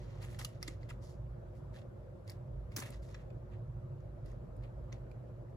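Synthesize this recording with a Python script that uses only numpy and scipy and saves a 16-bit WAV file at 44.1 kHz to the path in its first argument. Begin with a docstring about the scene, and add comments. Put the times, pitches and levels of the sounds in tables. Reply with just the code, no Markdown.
"""From start to end an air duct rumbles in the room's low modes, a motor hums and air hisses faintly.
In the first second a card is worked into a soft sleeve and a stiff plastic holder beside a phone on a
wooden desk: film rustles by stick-slip, the holder snaps by sudden release and knocks the desk.
Sparser snaps lead to a dense bout near 2.8 s; a few more follow to 5.1 s, then the room is left alone."""
import sys
import numpy as np
from scipy import signal
from scipy.fft import rfft, irfft, next_fast_len
from scipy.io import wavfile
from scipy.ndimage import uniform_filter1d, map_coordinates

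SR = 44100
rng = np.random.default_rng(int(sys.argv[2]) if len(sys.argv) > 2 else 0)


def bounce(signal):
    """Save signal as a 16-bit WAV file at the path given by the first command-line argument."""
    frames = np.transpose(np.atleast_2d(signal))
    limited = np.clip(frames, -1, 1)
    pcm = np.round(limited * 32767).astype(np.int16)
    wavfile.write(sys.argv[1], SR, pcm)


N = 245545


def amp(db):
    """Level law: the amplitude gain of a level in dB."""
    return 10 ** (np.asarray(db) / 20)


def unit(x):
    """Normalization: the signal scaled to rms 1."""
    return x / np.sqrt(np.mean(x ** 2) + 1e-20)


def along(points, hz):
    """Logarithmic frequency scale: (frequency, value) points interpolated on it."""
    f, v = np.transpose(points)
    return np.interp(np.log(hz + 1), np.log(f + 1), v)


def curves(rows):
    """Linear interpolation in time: one curve for each column after the time."""
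    s, *columns = np.transpose(rows)
    return [np.interp(np.arange(N) / SR, s, column) for column in columns]


def wobble(rate):
    """Slow random modulation: a smooth curve through rate random knots a second."""
    knots = rng.standard_normal(int(N * rate / SR) + 4)
    return map_coordinates(knots, [np.arange(N) * rate / SR])


def filtered(x, response):
    """Linear filtering: the spectrum times a complex response of frequency."""
    m = next_fast_len(x.shape[-1] + SR // 8)
    spectrum = rfft(x, m) * response(np.fft.rfftfreq(m, 1 / SR))
    return irfft(spectrum, m)[..., :x.shape[-1]]


def modes(table):
    """Modal superposition: damped resonances of alternating sign, rolled off above the top one."""
    top_hz = 1.53 * max(table)[0]

    def response(f):
        total = 0
        for k, (centre, width, db) in enumerate(table):
            damping = 1j * f * width
            total = total + (-1) ** k * amp(db) * damping / (centre ** 2 - f ** 2 + damping)
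        return total / (1 + 1j * f / top_hz) ** 2
    return response


def standing(table):
    """Incoherent standing waves: modal powers add, with steep skirts and no phase."""
    def response(f):
        power = 0
        for centre, width, db in table:
            damping = (f * width) ** 2
            power = power + amp(2 * db) * damping ** 2 / ((centre ** 2 - f ** 2) ** 2 + damping) ** 2
        return np.sqrt(power)
    return response


def leaning(points):
    """Level difference between sides: half the balance in dB added left, half taken right."""
    return lambda hz: amp(np.outer([.5, -.5], along(points, hz)))


def pair(alike):
    """Partial coherence: left and right noise whose likeness depends on frequency."""
    def mix(hz):
        turn = np.arccos(np.clip(alike(hz), -1, 1)) / 2
        return np.array([np.cos(turn), np.sin(turn)])
    mid, side = filtered(rng.standard_normal((2, N)), mix)
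    return np.array([mid + side, mid - side])


def patchy(x, depth_db):
    """Time-frequency modulation: random gain patches, about 340 Hz by 30 ms."""
    z = signal.stft(x, nperseg=512)[2]
    field = uniform_filter1d(rng.standard_normal(z.shape[1:]), size=4, axis=0)
    field = uniform_filter1d(field, size=5, axis=1)
    return signal.istft(z * amp(depth_db * unit(field)), nperseg=512)[1][:, :N]


# Swell and sag of the rumble: (time [s], lowest-mode level [dB], upper-mode level [dB])
DUCT_SWELL = [(0, -52.5, -50.5), (1.3, -50.5, -50), (2.0, -55, -53), (2.4, -56.5, -49.5),
              (2.56, -42.5, -49.5), (2.84, -57, -50), (3.0, -49, -51.5), (3.8, -52, -46), (4.7, -48.5, -51),
              (5.0, -51.5, -52.5), (5.57, -53, -52)]
# Lowest room modes: (frequency [Hz], width [Hz], relative level [dB])
LOWEST_MODES = [(52.2, 14, -1.5), (72.5, 29, -17.5)]
# Upper room modes: (frequency [Hz], width [Hz], relative level [dB])
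UPPER_MODES = [(103, 17.4, -2), (118.6, 5.4, -1.5), (132.9, 9.7, -1.5), (146.8, 10.4, -9), (162, 27, -15.5)]


def duct_rumble():
    """Room resonance: nearly coherent duct noise drives two groups of standing waves."""
    lowest_db, upper_db = curves(DUCT_SWELL)
    push = pair(lambda hz: 0.98 + 0 * hz)
    rumble = amp(lowest_db) * unit(filtered(push, standing(LOWEST_MODES)))
    return rumble + amp(upper_db) * unit(filtered(push, standing(UPPER_MODES)))


# Motor tones: (frequency [Hz], nominal rms level [dB])
MOTOR_TONES = [(120, -55), (360, -67.5)]


def motor_hum():
    """Periodic excitation: steady sine tones wavering in level and phase."""
    t, hum = np.arange(N) / SR, np.zeros(N)
    for hz, db in MOTOR_TONES:
        level = np.sqrt(2) * amp(db + 2.2 * wobble(7.3))  # rms to peak
        hum += level * np.sin(2 * np.pi * hz * t + 0.58 * wobble(3.83))
    return hum


# Spectrum of the air hiss: (frequency [Hz], relative density [dB per Hz])
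AIR_SPECTRUM = [(40, -21.5), (190, 1.5), (270, -7), (340, -2), (440, -7.5), (510, 0.5), (620, -3),
                (720, -12), (1300, -18.5), (2000, -29), (3200, -37), (5500, -42.5), (9000, -45),
                (14000, -47.5), (14800, -57), (16000, -63)]
# Coherence of the hiss: (frequency [Hz], left-right likeness [0 to 1])
AIR_COHERENCE = [(150, 1), (300, 0.077), (650, 0.35), (1400, 0.19)]
# Balance of the hiss: (frequency [Hz], left over right [dB])
AIR_BALANCE = [(150, -2.5), (400, 2), (1400, 1), (2600, 1.5), (6000, -0.5)]


def air_hiss():
    """Broadband flow noise: partly coherent, patchy noise with a shaped spectrum."""
    noise = patchy(pair(lambda hz: along(AIR_COHERENCE, hz)), depth_db=1.62)
    air = filtered(noise, lambda hz: amp(along(AIR_SPECTRUM, hz)) * leaning(AIR_BALANCE)(hz))
    return amp(-56 + 0.28 * wobble(3.21)) * unit(air)


def room_tone():
    """Superposition: duct and motor, weaker on the left, plus air hiss."""
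    return (duct_rumble() + motor_hum()) * amp([[-.9], [.9]]) + air_hiss()


# Reverberation: (frequency [Hz], 60 dB decay time [s])
ROOM_DECAY = [(300, 1), (2000, 0.24), (6000, 0.14), (14000, 0.21)]


def room(x, size):
    """Diffuse reverberation: a noise tail, each frequency decaying at its own speed."""
    hz, t, z = signal.stft(rng.standard_normal((2, size)), SR, nperseg=256)
    decay = amp(-60 * t / along(ROOM_DECAY, hz)[:, None])
    tail = signal.istft(z * decay, SR, nperseg=256)[1]
    return signal.fftconvolve(x, tail / np.linalg.norm(tail[0]), axes=1)[:, :size]


HEARD = SR // 5  # samples for which one jolt is followed
RATTLE_T60_S, RATTLE_SPREAD_DB = 0.028, 2  # decay of the after-slips; their unevenness
RATTLE_ALIKE = 0.34  # left-right likeness of after-slips


def jolt(rattle_db):
    """Impulsive release: a sharp pulse, a decaying rattle of after-slips and the room's answer."""
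    t = np.arange(HEARD) / SR
    noise = rng.standard_normal((4, HEARD))
    release = (t == 0) + 0.03 * noise[0] * amp(-60 * t / 0.0018)
    slips = np.sqrt(RATTLE_ALIKE) * noise[1] + np.sqrt(1 - RATTLE_ALIKE) * noise[2:]
    steps = rng.standard_normal(HEARD // 40 + 1)  # a new strength about each millisecond
    uneven_db = RATTLE_SPREAD_DB * np.repeat(steps, repeats=40)[:HEARD]
    fade = amp(-60 * t / RATTLE_T60_S) * (1 - np.exp(-t / 0.00028))
    rattle = slips * fade * amp(uneven_db)
    # Unevenness leaves the energy of the fade unchanged.
    rattle *= np.linalg.norm(fade) / np.linalg.norm(rattle, axis=1, keepdims=True)
    force = release + amp(rattle_db) * rattle
    return force + amp(-13.0) * room(force, HEARD)


# The holder meets the desk: (time [s], peak level before the path [dB])
DESK_KNOCKS = [(0.406, -47.5), (0.681, -39), (0.892, -71), (2.767, -42), (2.773, -52), (2.786, -39),
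               (2.798, -52), (4.927, -50)]
# Resonances of the desk top: (frequency [Hz], width [Hz], relative level [dB])
DESK_MODES = [(257, 130, 8.5), (367, 185, 7), (637, 860, -11.5), (1050, 510, -13)]
KNOCK_RATTLE_DB = -13.5  # after-slips of a knock against its release


def knocks():
    """Structural resonance: a jolt heard through the modes of the desk top alone."""
    out = np.zeros((2, N + SR))
    for s, db in DESK_KNOCKS:
        thud = filtered(jolt(KNOCK_RATTLE_DB), modes(DESK_MODES))
        start = round(s * SR)
        out[:, start:start + HEARD] += amp(db) * thud / np.abs(thud).max()
    return out[:, :N]


# Strokes of the film: (start [s], length [s], nominal lip level [dB],
# card body against it [dB], film sheen against it [dB])
FILM_STROKES = [(-.05, 0.61, -73.5, 5, -37), (0.202, 0.053, -64.5, 7.5, 0), (0.279, 0.063, -69, 4, 1.5),
                (0.386, 0.016, -53.5, 2.5, -5), (0.402, 0.054, -63.5, -20, 1),
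                (0.586, 0.095, -69, 3.5, -10), (0.641, 0.087, -66.5, 3, -11),
                (0.79, 0.068, -76.5, 5.5, -24), (0.882, 0.025, -68, 7, -6), (0.997, 0.12, -68, -6, -6.5),
                (1.533, 0.054, -83, -18, 1.5), (1.714, 0.082, -72.5, 6.5, -6), (2.257, 0.062, -68.5, 4, -8),
                (2.694, 0.068, -75, 5, -11), (2.756, 0.029, -52, -1, 3), (2.767, 0.037, -58.5, 3.5, 5.5),
                (2.806, 0.033, -60.5, 10, -6.5), (2.84, 0.051, -66, 7.5, -0.5),
                (2.908, 0.039, -65.5, 3.5, -11), (3.006, 0.064, -72, -1, -4), (3.071, 0.052, -70.5, 1, -9),
                (3.11, 0.11, -76, 7.5, -23), (3.494, 0.068, -88, 19, -9), (4.232, 0.084, -75.5, 4, -8),
                (4.61, 0.05, -84.5, 15, -4), (4.92, 0.0083, -67.5, 7.5, -18)]
# Resonances of the holder's lips: (frequency [Hz], width [Hz], relative level [dB])
LIP_MODES = [(2940, 450, 0), (4500, 1540, 11.5), (5500, 3000, 10), (7000, 2800, -22)]
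# Resonances of the bending card: (frequency [Hz], width [Hz], relative level [dB])
CARD_MODES = [(1090, 2900, -1.5), (1740, 480, -7.5), (1860, 580, -0.5), (2750, 29, 9.5)]
# Resonances of the thin film: (frequency [Hz], width [Hz], relative level [dB])
FILM_MODES = [(7880, 3700, 5.5), (9900, 4600, 8.5), (15200, 790, 0.5)]
RUB_THUD_DB = -26  # the desk under a stroke, against the card body
RISE_SHARE, RISE_MAX_S = 0.39, 0.035  # swell as a share of the stroke; its longest duration
SAG_DB, FADE_T60_S = 3, 0.2  # sag from swell to end of stroke; decay after it


def stroke_shape(s, length):
    """Amplitude envelope: a stroke swells, sags to its end, then decays exponentially."""
    t = np.arange(N) / SR
    rise = min(RISE_SHARE * length, RISE_MAX_S)
    swell = np.clip((t - s) / rise, 0, 1) ** 2
    sag_db = SAG_DB * np.clip((t - s - rise) / (length - rise), 0, 1)
    fade_db = 60 * np.clip(t - s - length, 0, None) / FADE_T60_S
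    return swell * amp(-sag_db - fade_db)


def rustle():
    """Stick-slip friction: noise roughened by tiny slips excites lips, card, film and desk."""
    power = np.zeros((4, N))
    for s, length, db, body_db, sheen_db in FILM_STROKES:
        levels_db = db + np.array([0, body_db, sheen_db, body_db + RUB_THUD_DB])
        power += np.outer(amp(levels_db), stroke_shape(s, length)) ** 2
    # About 700 slips a second, each falling to 1/e in 0.4 ms.
    slips = (rng.random(N) < 700 / SR) * amp(2.3 * rng.exponential(size=N).clip(0, 3))
    grit = 1 + 0.9 * signal.lfilter([1], [1, -.94], slips)
    # Creases catch at ever new pitches.
    drag = patchy(grit * pair(lambda hz: 0.5 + 0 * hz), depth_db=0.7)
    out = np.zeros((2, N))
    for part_power, table in zip(power, [LIP_MODES, CARD_MODES, FILM_MODES, DESK_MODES]):
        level = np.sqrt(part_power) * amp(0.63 * wobble(60))
        out += level * unit(filtered(drag, modes(table)))
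    return out


# Snaps of the plastic: (time [s], nominal peak level [dB], lip pitch [Hz], card pitch [Hz],
# card body against the peak [dB], film sheen against it [dB], after-slips against the release [dB])
PLASTIC_SNAPS = [(0.228, -44.5, 4840, 2340, -4.5, -22, -13.5), (0.3466, -49.5, 3680, 1980, 8.5, -17, -19),
                 (0.3877, -51, 6200, 1510, 10, -6, -18), (0.3905, -45, 5210, 2200, -6, 4, -15),
                 (0.3952, -52, 3300, 1500, 6, -7, -16), (0.3972, -46, 5400, 1740, -3, -8, -11),
                 (.4098, -47, 4000, 2080, 8, -17, -30), (0.415, -50.5, 3000, 1940, 14, -6, -21),
                 (0.4187, -49, 3000, 1200, 11, -9, -27), (0.4477, -24.5, 4650, 2900, -3.5, -10, -21.5),
                 (0.4483, -31, 6400, 3340, -8, -16, -27), (0.45, -38, 7400, 2880, -1, 4, -17),
                 (0.6281, -25, 5430, 2090, -4.5, -10.5, -20.5), (0.632, -46, 5000, 2100, 5, -5, -17),
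                 (0.675, -53, 4500, 2100, -8, -12, -12), (0.678, -33, 4240, 2900, -18, -14, -19),
                 (0.6808, -31.5, 7700, 2070, 1, -13, -19), (0.831, -51.5, 4420, 2060, 6, -37, -21.5),
                 (.8927, -53, 5500, 2050, 7, -9, -11), (0.897, -56, 3600, 1900, 5, -23, -18),
                 (0.9, -57.5, 7400, 2700, 12.5, -4, -11), (0.9035, -54, 7330, 2670, 8, -4, -17),
                 (0.9058, -52.5, 5040, 1920, 17.5, -7, -19), (0.912, -56, 5040, 1280, 15, -16, -24),
                 (0.919, -68, 5600, 1900, 14, -10, -20), (1.7437, -63, 4730, 1790, 13, -23, -21),
                 (1.754, -61, 4700, 1780, 14, -23, -20), (1.7619, -49, 3500, 1770, -4, -26, -26),
                 (1.763, -64, 4600, 1780, 15, -26, -21), (1.768, -51, 3630, 1900, -4, -26, -17),
                 (1.7865, -54, 3500, 2700, -4, -26, -17), (1.791, -58, 4900, 2700, 2, -15, -14),
                 (1.817, -58, 3500, 1910, 3, -29, -14.5), (2.278, -40.5, 5000, 2140, -10, -10, -23),
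                 (2.2972, -32.5, 5080, 2150, -9, -17, -21.5), (2.301, -51.5, 11700, 2170, -17, 5, -12),
                 (2.318, -47, 4800, 2100, -20, -11, -14), (2.72, -56.5, 4700, 2120, 8.5, -8, -17.5),
                 (2.7634, -33.5, 5900, 2460, -5.5, -20, -9.5), (2.7636, -35.5, 15200, 2400, -18, -8, -7),
                 (2.7668, -35.5, 4360, 1710, -2, -6, -17.5), (2.7688, -43, 6740, 1700, -18, -8, -10),
                 (2.773, -37, 6290, 1710, 3, -15, -30), (2.802, -35.5, 6500, 1680, -6, -3, -17.5),
                 (2.822, -56, 4350, 2100, 14, -13, -12), (2.783, -50, 5000, 1700, 15, -10, -17),
                 (2.794, -55, 5000, 2000, 12, -10, -19), (2.831, -56, 4500, 2000, 13, -10, -23),
                 (2.839, -46, 5500, 1970, 0, -16, -21), (2.8609, -52, 6360, 1890, 12, -2, -16),
                 (2.8705, -50, 5500, 1790, 3, -10, -19), (2.905, -51.5, 5500, 1500, -16, 9, -18.5),
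                 (2.935, -49, 5000, 2000, -9, -14, -15.5), (2.943, -51, 4940, 1980, 2, -17, -15.5),
                 (3.028, -56, 4800, 2100, 0, -16, -14), (3.1446, -42.5, 5880, 2440, 3.5, -43, -22),
                 (3.146, -56, 4360, 1740, 15, -40, -16), (3.1485, -54, 4300, 1740, 15, -40, -19),
                 (3.175, -66, 5900, 2000, 5, -30, -16), (3.303, -72, 4350, 2400, 16, -19, -12),
                 (4.005, -69, 6600, 2020, 7, -29, -14), (4.2535, -69, 4000, 2000, -12, -13, -16),
                 (4.2595, -64.5, 5000, 1900, -8, -9, -3), (4.281, -60, 5000, 2000, -1, -21, -17),
                 (4.317, -61, 6600, 2000, 5, -6, -18.5), (4.566, -75.5, 5500, 2000, -2, 12.5, -16.5),
                 (4.609, -68, 4500, 1800, 12, -23, -19), (4.627, -67, 5000, 2200, -4, -23, -25),
                 (4.6362, -55, 4400, 2300, 2, -16, -28), (4.639, -59.5, 3280, 2500, 7.5, -23, -17),
                 (4.646, -62, 3100, 2900, 2, -25, -18), (4.9267, -41, 6160, 2060, 1.5, -21, -22),
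                 (4.9272, -53, 3600, 2460, 8, -20, -26), (4.9295, -61, 5700, 2400, 14.5, -4, -17),
                 (5.114, -60, 4600, 2430, 6, -10, -14.5)]
# Resonances of the holder's flat: (frequency [Hz], width [Hz], mean relative level [dB])
FLAT_MODES = [(1246, 49, 1), (3500, 74, 1.5), (4020, 61, -2.5), (5040, 63, -4.5), (7330, 110, 0.5)]
RING_SPREAD_DB = 2  # each snap shares its force anew among the flat's modes
LIP_WIDTH_HZ, SNAP_THUD_DB = 1890, -21  # ring of the lip; the desk against the peak
CARD_WIDTH_HZ, CARD_REST_DB = 200, -9  # ring of the card where held; level of its other modes


def snap_colour(lip_hz, card_hz, body_db, sheen_db):
    """Modal superposition: one snap's response of lips, holder flat, card, film and desk."""
    lip = modes([(lip_hz, LIP_WIDTH_HZ, 0)])
    held_card = modes([(card_hz, CARD_WIDTH_HZ, 0)])
    flat = modes([(hz, width, db + RING_SPREAD_DB * rng.standard_normal())
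                  for hz, width, db in FLAT_MODES])
    edge, body, film, desk = [modes(m) for m in (LIP_MODES, CARD_MODES, FILM_MODES, DESK_MODES)]

    def response(f):
        lips = 3.92 * lip(f) ** 2 + amp(-11.5) * edge(f)
        card = flat(f) + amp(14.0) * held_card(f) + amp(CARD_REST_DB) * body(f)
        surfaces = amp(sheen_db) * film(f) + amp(SNAP_THUD_DB) * desk(f)
        return lips + amp(body_db) * card + surfaces
    return response


def snaps():
    """Sudden release of strain: each snap jolts the holder, the card, the film and the desk."""
    out = np.zeros((2, N + SR))
    to_peak = SR / (2 * np.pi * LIP_WIDTH_HZ)  # a wider resonance answers a pulse more strongly
    for s, db, lip_hz, card_hz, body_db, sheen_db, rattle_db in PLASTIC_SNAPS:
        colour = snap_colour(lip_hz, card_hz, body_db, sheen_db)
        start = round(s * SR)
        out[:, start:start + HEARD] += amp(db) * to_peak * filtered(jolt(rattle_db), colour)
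    return out[:, :N]


# Balance of the near sound: (frequency [Hz], left over right [dB])
NEAR_BALANCE = [(300, 3), (1000, 9), (1900, -2.5), (3100, -2.5), (4300, 1.5), (5800, -1), (7500, -2.5)]
# The phone's body turns the phase of the right side: (frequency [Hz], lag [radians])
BODY_PHASE = [(1000, -.6), (2000, -1.1), (2800, 0), (3500, .8), (4700, .4), (6500, .2)]
HANDS_LAG = 0.00039  # s, the hands are nearer the left port


def scene():
    """Diffraction and path difference: the phone's body shades the near hands; the room is added."""
    def path(hz):
        lag = 2 * np.pi * HANDS_LAG * hz + along(BODY_PHASE, hz)
        return leaning(NEAR_BALANCE)(hz) * np.exp(-1j * np.outer([0, 1], lag))
    return room_tone() + filtered(knocks() + rustle() + snaps(), path)


# Treble the right side takes from the left port: (frequency [Hz], amplitude share [0 to 1])
SHARED_TREBLE = [(6200, 0.0018), (7400, 0.39), (8500, 0.97), (9500, 1), (16000, 1)]
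PORT_LAG, TOP_HZ = 0.0002192, 15900  # advance of the right side [s]; band limit [Hz]


def record(dry):
    """Cross-coupling and time advance: the right side takes inverted left treble and runs early."""
    share = lambda hz: np.clip(along(SHARED_TREBLE, hz), 0, 1)
    own = filtered(dry[1], lambda hz: np.sqrt(1 - share(hz) ** 2))
    right = own - filtered(dry[0], share)
    right = filtered(right, lambda hz: np.exp(2j * np.pi * hz * PORT_LAG))
    return filtered(np.array([dry[0], right]), lambda hz: hz < TOP_HZ)


dry = scene()
out = record(dry)
bounce(out)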